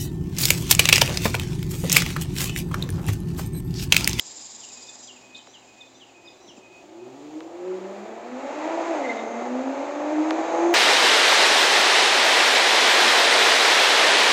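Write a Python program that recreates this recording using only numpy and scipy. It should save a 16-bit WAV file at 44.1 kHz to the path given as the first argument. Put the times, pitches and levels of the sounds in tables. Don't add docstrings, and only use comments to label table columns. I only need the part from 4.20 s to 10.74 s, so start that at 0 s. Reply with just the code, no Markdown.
import sys
import numpy as np
from scipy import signal
from scipy.fft import rfft, irfft, next_fast_len
from scipy.io import wavfile
from scipy.ndimage import uniform_filter1d

SR = 44100
rng = np.random.default_rng(int(sys.argv[2]) if len(sys.argv) > 2 else 0)


def log_audio(samples):
    frames = np.atleast_2d(samples).T
    limited = np.clip(frames, -1, 1)
    pcm = np.round(limited * 32767).astype(np.int16)
    wavfile.write(sys.argv[1], SR, pcm)


N = 288414
TIME = np.arange(N) / SR


def undb(db):
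    return 10 ** (np.asarray(db) / 20)


def unit(x):
    return x / np.sqrt(np.mean(x ** 2))


def curves(table):
    s, *columns = np.transpose(table)
    return [np.interp(TIME, s, column) for column in columns]


def noise():
    return rng.standard_normal(N)


def colour(x, points):
    hz, db = np.transpose(points)
    size = next_fast_len(N + SR)
    f = np.maximum(np.fft.rfftfreq(size, 1 / SR), 1)
    gain = undb(np.interp(np.log(f), np.log(hz), db))
    return unit(irfft(rfft(x, size) * gain, size)[:N])


def ring(x, hz, width):
    return signal.lfilter(*signal.iirpeak(hz, hz / width, fs=SR), x)


def band(hz, width):
    return unit(ring(ring(noise(), hz, width), hz, width))


def walk(rate):
    k = max(int(SR / rate), 1)
    steps = np.repeat(noise()[:N // k + 1], k)
    return unit(uniform_filter1d(steps, k)[:N])


def sine(hz):
    return np.sin(2 * np.pi * np.cumsum(hz) / SR)


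def add(out, s, sound):
    i = int(s * SR)
    out[i:i + len(sound)] += sound[:len(out) - i]


def bouts(table, attack_s, sag_db_per_s):
    out = 0
    for s, length, db, release_s in table:
        t = np.maximum(TIME - s, 0)
        attack = np.minimum(t / attack_s, 1)
        release = np.exp(-np.maximum(t - length, 0) / release_s)
        out = out + attack * undb(db - sag_db_per_s * t) * release
    return out


def car():
    # time in seconds, firing rate in Hz.
    revs = [(0, 122), (1.55, 129), (2.42, 143.5), (2.56, 85), (2.8, 118), (3.0, 143), (3.25, 163.3),
            (3.45, 182), (3.72, 197), (4.1, 245), (4.5, 324), (4.6, 335), (4.71, 333), (4.92, 226),
            (5.05, 226), (5.38, 256), (5.55, 277), (5.95, 306), (6.54, 348)]
    # time in seconds, exhaust rasp in dB, tyre and intake rush in dB,
    # both before the fixed boosts below.
    load = [(0, -83, -64), (.8, -58, -64.5), (1.15, -66.5, -67), (2.5, -56, -69.5), (2.9, -51, -68.5),
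            (3.3, -48, -63), (3.5, -46, -54.5), (4, -44, -53.5), (4.45, -35.5, -42), (4.9, -34.5, -42.5),
            (5.1, -34.5, -48.5), (5.4, -36.5, -46.5), (5.95, -35, -45), (6.25, -32.5, -40),
            (6.54, -30, -41)]
    # time in seconds, amount from 0 to 1.
    roughness = [(0, .25), (2.6, .1), (3.6, .08), (4.0, .2), (4.2, .28), (4.8, .26), (5.05, .22),
                 (5.4, .12), (5.9, .08), (6.54, .1)]
    hz = curves(revs)[0]
    rasp_db, rush_db = curves(load)
    turns = np.cumsum(hz * (1 + .002 * walk(30))) / SR
    exhaust = exhaust_note(turns, hz, curves(roughness)[0]) + undb(rasp_db + 0.96) * exhaust_rasp(turns)
    return exhaust + silencer_boom() + turbo_hiss(rasp_db) + undb(rush_db + 4.5) * rush()


def exhaust_note(turns, hz, rough):
    # time in seconds, level in dB.
    firing_tone = [(2.6, -68), (2.88, -35.5), (3.35, -44), (3.5, -25), (3.89, -27), (4.0, -48), (4.1, -27),
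                   (4.33, -34.5), (4.47, -29.5), (4.78, -26), (4.95, -27), (5.25, -22.5), (5.42, -19.5),
                   (5.7, -31.5), (5.9, -19.5), (6.14, -22), (6.27, -30.5), (6.42, -19.5)]
    # time in seconds, level in dB.
    overtones = [(0, -72), (.8, -54), (2.3, -58), (2.56, -57), (2.66, -49.5), (2.81, -44), (2.97, -37),
                 (3.12, -32.5), (3.35, -41), (3.49, -27), (3.6, -35.5), (3.75, -30), (4.0, -37.5),
                 (4.5, -29.5), (4.8, -27), (5.05, -28), (5.8, -33), (6.54, -28.5)]
    # time in seconds, half orders in dB, third order in dB.
    order_mix = [(1.5, -13, -6), (2.15, 1, -11), (2.65, -19, 1), (2.83, -16, 5), (3.02, -18, -4.5),
                 (3.7, -20.5, -8), (4.2, -12.5, -7), (5.9, -17.5, -6), (6.38, 8.5, -10), (6.54, -2.5, -4)]
    # pitch in Hz, gain in dB.
    order_gain = [(120, -18.5), (165, -25.5), (200, -16.5), (240, -8.5), (305, -1.5), (335, -1.5), (363, 3),
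                  (400, -16), (450, -10), (505, -8), (570, -1.5), (640, -1), (700, -3.5), (850, -6)]
    tone_db, over_db = curves(firing_tone)[0], curves(overtones)[0]
    half_db, third_db = over_db + np.array(curves(order_mix))
    orders = [(1, tone_db), (1.5, half_db - 7), (2, over_db), (2.5, half_db), (3, third_db)]
    pipe_hz, pipe_db = np.transpose(order_gain)
    out = 0
    for k, db in orders:
        resonance_db = np.interp(np.log(k * hz), np.log(pipe_hz), pipe_db)
        shake = 1 + rough * np.sqrt(k) * (walk(50) + 1j * walk(50))
        tone = np.exp(2j * np.pi * (k * turns + rng.random()))
        out = out + undb(db + resonance_db) * np.real(shake * tone)
    return out


def exhaust_rasp(turns):
    # strength of one cylinder's firing in dB, before a small random change at every firing.
    cylinders_db = [-1.1, -1.24, -0.36, -1.45, -2.13, -2]
    # pitch in Hz, relative level in dB.
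    pipe = [(100, -56), (170, -27), (230, -8), (310, 1.5), (365, -1), (430, -2.5), (530, 2.5), (620, 4.5),
            (850, 1.5), (1050, -8.5), (1250, -7), (1500, -15.5), (2500, -24.5), (5000, -37), (12000, -80)]
    firing = np.flatnonzero(np.diff(np.floor(turns)))
    pulses = np.zeros(N)
    pulses[firing] = undb(np.resize(cylinders_db, len(firing)) + noise()[:len(firing)])
    pulses[firing] -= pulses[firing].mean()
    gas = noise() * np.exp(-(turns % 1) / 0.55)
    muffled = silencer(unit(pulses) + undb(-1) * unit(gas))
    return colour(muffled, pipe) * undb(.5 * walk(25))


def silencer(x):
    for lag in (67, 109, 173):
        loop = np.r_[1, np.zeros(lag - 1), .5]
        x = signal.lfilter(loop[::-1], loop, x)
    return x


def silencer_boom():
    # time in seconds, level in dB.
    boom_level = [(0, -78), (1.6, -71), (2.1, -58.5), (2.6, -56), (3.1, -57.5), (3.6, -41), (3.9, -45),
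                  (4.2, -56)]
    return band(hz=360.7, width=51) * undb(curves(boom_level)[0])


def turbo_hiss(rasp_db):
    full_load_db, hiss_db = -30, -48.5
    slope = 1.9
    return band(hz=6460, width=700) * undb(hiss_db + slope * (rasp_db - full_load_db))


def rush():
    # pitch in Hz, relative level in dB.
    rush_colour = [(300, -35.5), (800, 8.5), (1300, 1.5), (2000, 0), (2500, -3), (3100, -11.5), (3800, -11),
                   (5200, -17.5), (6600, -15), (7500, -15), (8500, -36), (10000, -52)]
    return colour(noise(), rush_colour) * undb(.5 * walk(22))


def tyre_chirp():
    # start in seconds, length in seconds, level in dB, release in seconds.
    slips = [(4.833, .036, -34, .008), (4.887, 0.033, -27.5, .004), (4.968, .025, -35.5, 0.017),
             (5.02, 0.24, -47, .05)]
    # start in seconds, length in seconds, level in dB,
    # release in seconds.
    high_slips = [(4.872, .03, -48.5, .008), (4.968, 0.026, -49, 0.015)]
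    hz = 2072 * (1 + .014 * walk(400))
    tread = unit(sine(hz) + undb(-26.0) * sine(2 * hz) + undb(-12.5) * band(hz=2020, width=240))
    low = tread * bouts(slips, attack_s=0.013, sag_db_per_s=8)
    high = band(hz=3700, width=140) * bouts(high_slips, attack_s=0.01, sag_db_per_s=9)
    return (low + high) * undb(0.98 * walk(120))


def insect():
    # start in seconds, length in seconds, level in dB, release in seconds.
    rattles = [(-.02, 0.86, -41, 0.15), (1.15, .025, -51.5, 0.018), (1.2, 0.6, -60, 0.56),
               (2.36, 0.019, -54, .012)]
    # pitch in Hz, width in Hz, relative level in dB.
    modes = [(3830, 630, -14.5), (4880, 70, -4), (5020, 78, -2.5), (5380, 200, -10.5), (6850, 270, -3.5),
             (7150, 36, 2), (7360, 50, -7), (7300, 54, -8.5), (7430, 58, 1)]
    rasp_colour = [(1500, -24.5), (3800, -3.0), (6000, -3.0), (7300, 7.5),
                   (8500, -24.5), (11000, -50.0), (16000, -40)]
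    throb = undb(2.0 * sine(22 * (1 + 0.09 * walk(9))) + walk(40))
    clicks = noise() * throb * undb(3.4 * walk(900))
    body = sum(undb(db) * ring(ring(clicks, hz, 500), hz, width) for hz, width, db in modes)
    rasp = colour(noise(), rasp_colour) * throb
    return unit(unit(body) + undb(-1.5) * rasp) * bouts(rattles, attack_s=0.021, sag_db_per_s=5.5)


def bird():
    # start in seconds, length in seconds
    # (later notes are left out), change of level in dB.
    repeats = [(.405, .48, -3), (.868, .48, 0), (1.327, .48, -1.5), (1.795, .48, -1.5), (2.274, .25, -1.5)]
    # seconds into the phrase, length in seconds, first pitch in Hz,
    # last pitch in Hz, level in dB before the repeat's change.
    phrase = [(0, .06, 3980, 2670, -46), (0.088, 0.0264, 3072, 2450, -50.5), (.135, 0.083, 2543, 2497, -52),
              (.22, 0.13, 2496, 2512, -50), (.277, 0.023, 3866, 3500, -39), (.3, 0.27, 3980, 3960, -60),
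              (.4, .08, 5360, 6160, -55)]
    # start in seconds, length in seconds, first pitch in Hz,
    # last pitch in Hz, level in dB.
    stray_notes = [(.815, .049, 5800, 6140, -47), (1.185, 0.025, 3300, 2980, -50.5),
                   (1.745, .023, 3600, 3570, -51), (2.04, 0.087, 5050, 4910, -52.5),
                   (2.258, 0.076, 6300, 5900, -54.5), (2.257, 0.074, 5900, 5340, -56),
                   (2.77, 0.11, 2534, 2510, -59)]
    notes = list(stray_notes)
    for start, sung_s, phrase_db in repeats:
        for s, length, first_hz, last_hz, db in phrase:
            if s < sung_s:
                notes.append((start + s, length, first_hz, last_hz, db + phrase_db))
    out, flutter = np.zeros(N), walk(500)
    for s, length, first_hz, last_hz, db in notes:
        u = np.linspace(0, 1, int(length * SR))
        hz = last_hz + (first_hz - last_hz) * (1 - u) * np.exp(-1.6 * u)
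        hz = hz * (1 + .009 * (last_hz / 3600) * flutter[int(s * SR):][:len(u)])
        add(out, s, undb(db) * np.sin(np.pi * u) * sine(hz))
    return out * undb(1.8 * walk(90))


def harsh_chirp():
    # start in seconds, length in seconds, level in dB, release in seconds.
    chirps = [(1.146, 0.02, -45, 0.02)]
    return band(hz=3670, width=600) * bouts(chirps, attack_s=.005, sag_db_per_s=5)


def ticks():
    # time in seconds, level in dB before the fade curve.
    sharp = [(1.2708, -42), (3.2055, -35.5), (6.1076, -18.5)]
    # time in seconds, level in dB before the fade curve.
    soft = [(2.282, -42), (2.378, -38)]
    out, t = np.zeros(N), TIME[:SR // 25]
    for s, db in sharp:
        falling_tone = sine(250 + 9000 / (1 + t / 0.00031))
        fade = (1 - np.exp(-t / 0.00021)) * np.exp(-t / 0.014)
        add(out, s, undb(db) * falling_tone * fade)
    for s, db in soft:
        sinking_tone = sine(110 + 300 * np.exp(-t / 0.0065))
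        fade = t / 0.0032 * np.exp(1 - t / 0.00287)
        add(out, s, undb(db) * sinking_tone * fade)
    return out


def air():
    # pitch in Hz, relative level in dB.
    air_colour = [(20, -26), (50, -14), (160, -12.5), (230, -2.5), (450, -5.5), (850, -4.5), (1400, -21),
                  (2400, -11.5), (4300, -16), (5600, -20), (7100, -12.5), (8200, -27.5), (10000, -39),
                  (15000, -37.5)]
    hum = undb(-68) * sine(120 + 0.84 * walk(3.4))
    return colour(noise(), air_colour) * undb(-55 + 1.2 * walk(8.3)) + hum


def street(x, wet_db, t60, echoes=()):
    tail = rng.standard_normal(SR) * undb(-60 * TIME[:SR] / t60)
    response = undb(wet_db) * tail / np.linalg.norm(tail)
    for delay, db in echoes:
        add(response, delay, undb([db]))
    return x + signal.fftconvolve(x, response)[:N]


def scene():
    # delay of the echo in seconds, level in dB.
    house_fronts = [(.068, -10), (.135, -18), (.29, -20)]
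    road = street(car(), wet_db=-9.0, t60=0.56, echoes=house_fronts)
    road = road + street(tyre_chirp(), wet_db=-14.0, t60=0.43)
    verge = street(bird() + harsh_chirp(), wet_db=-3.0, t60=0.37) + insect()
    return (road + verge + ticks() + air())[None]


def record(dry):
    return signal.sosfilt(signal.ellip(8, .2, 70, 15700, fs=SR, output="sos"), dry)


dry = scene()
out = record(dry)
log_audio(out)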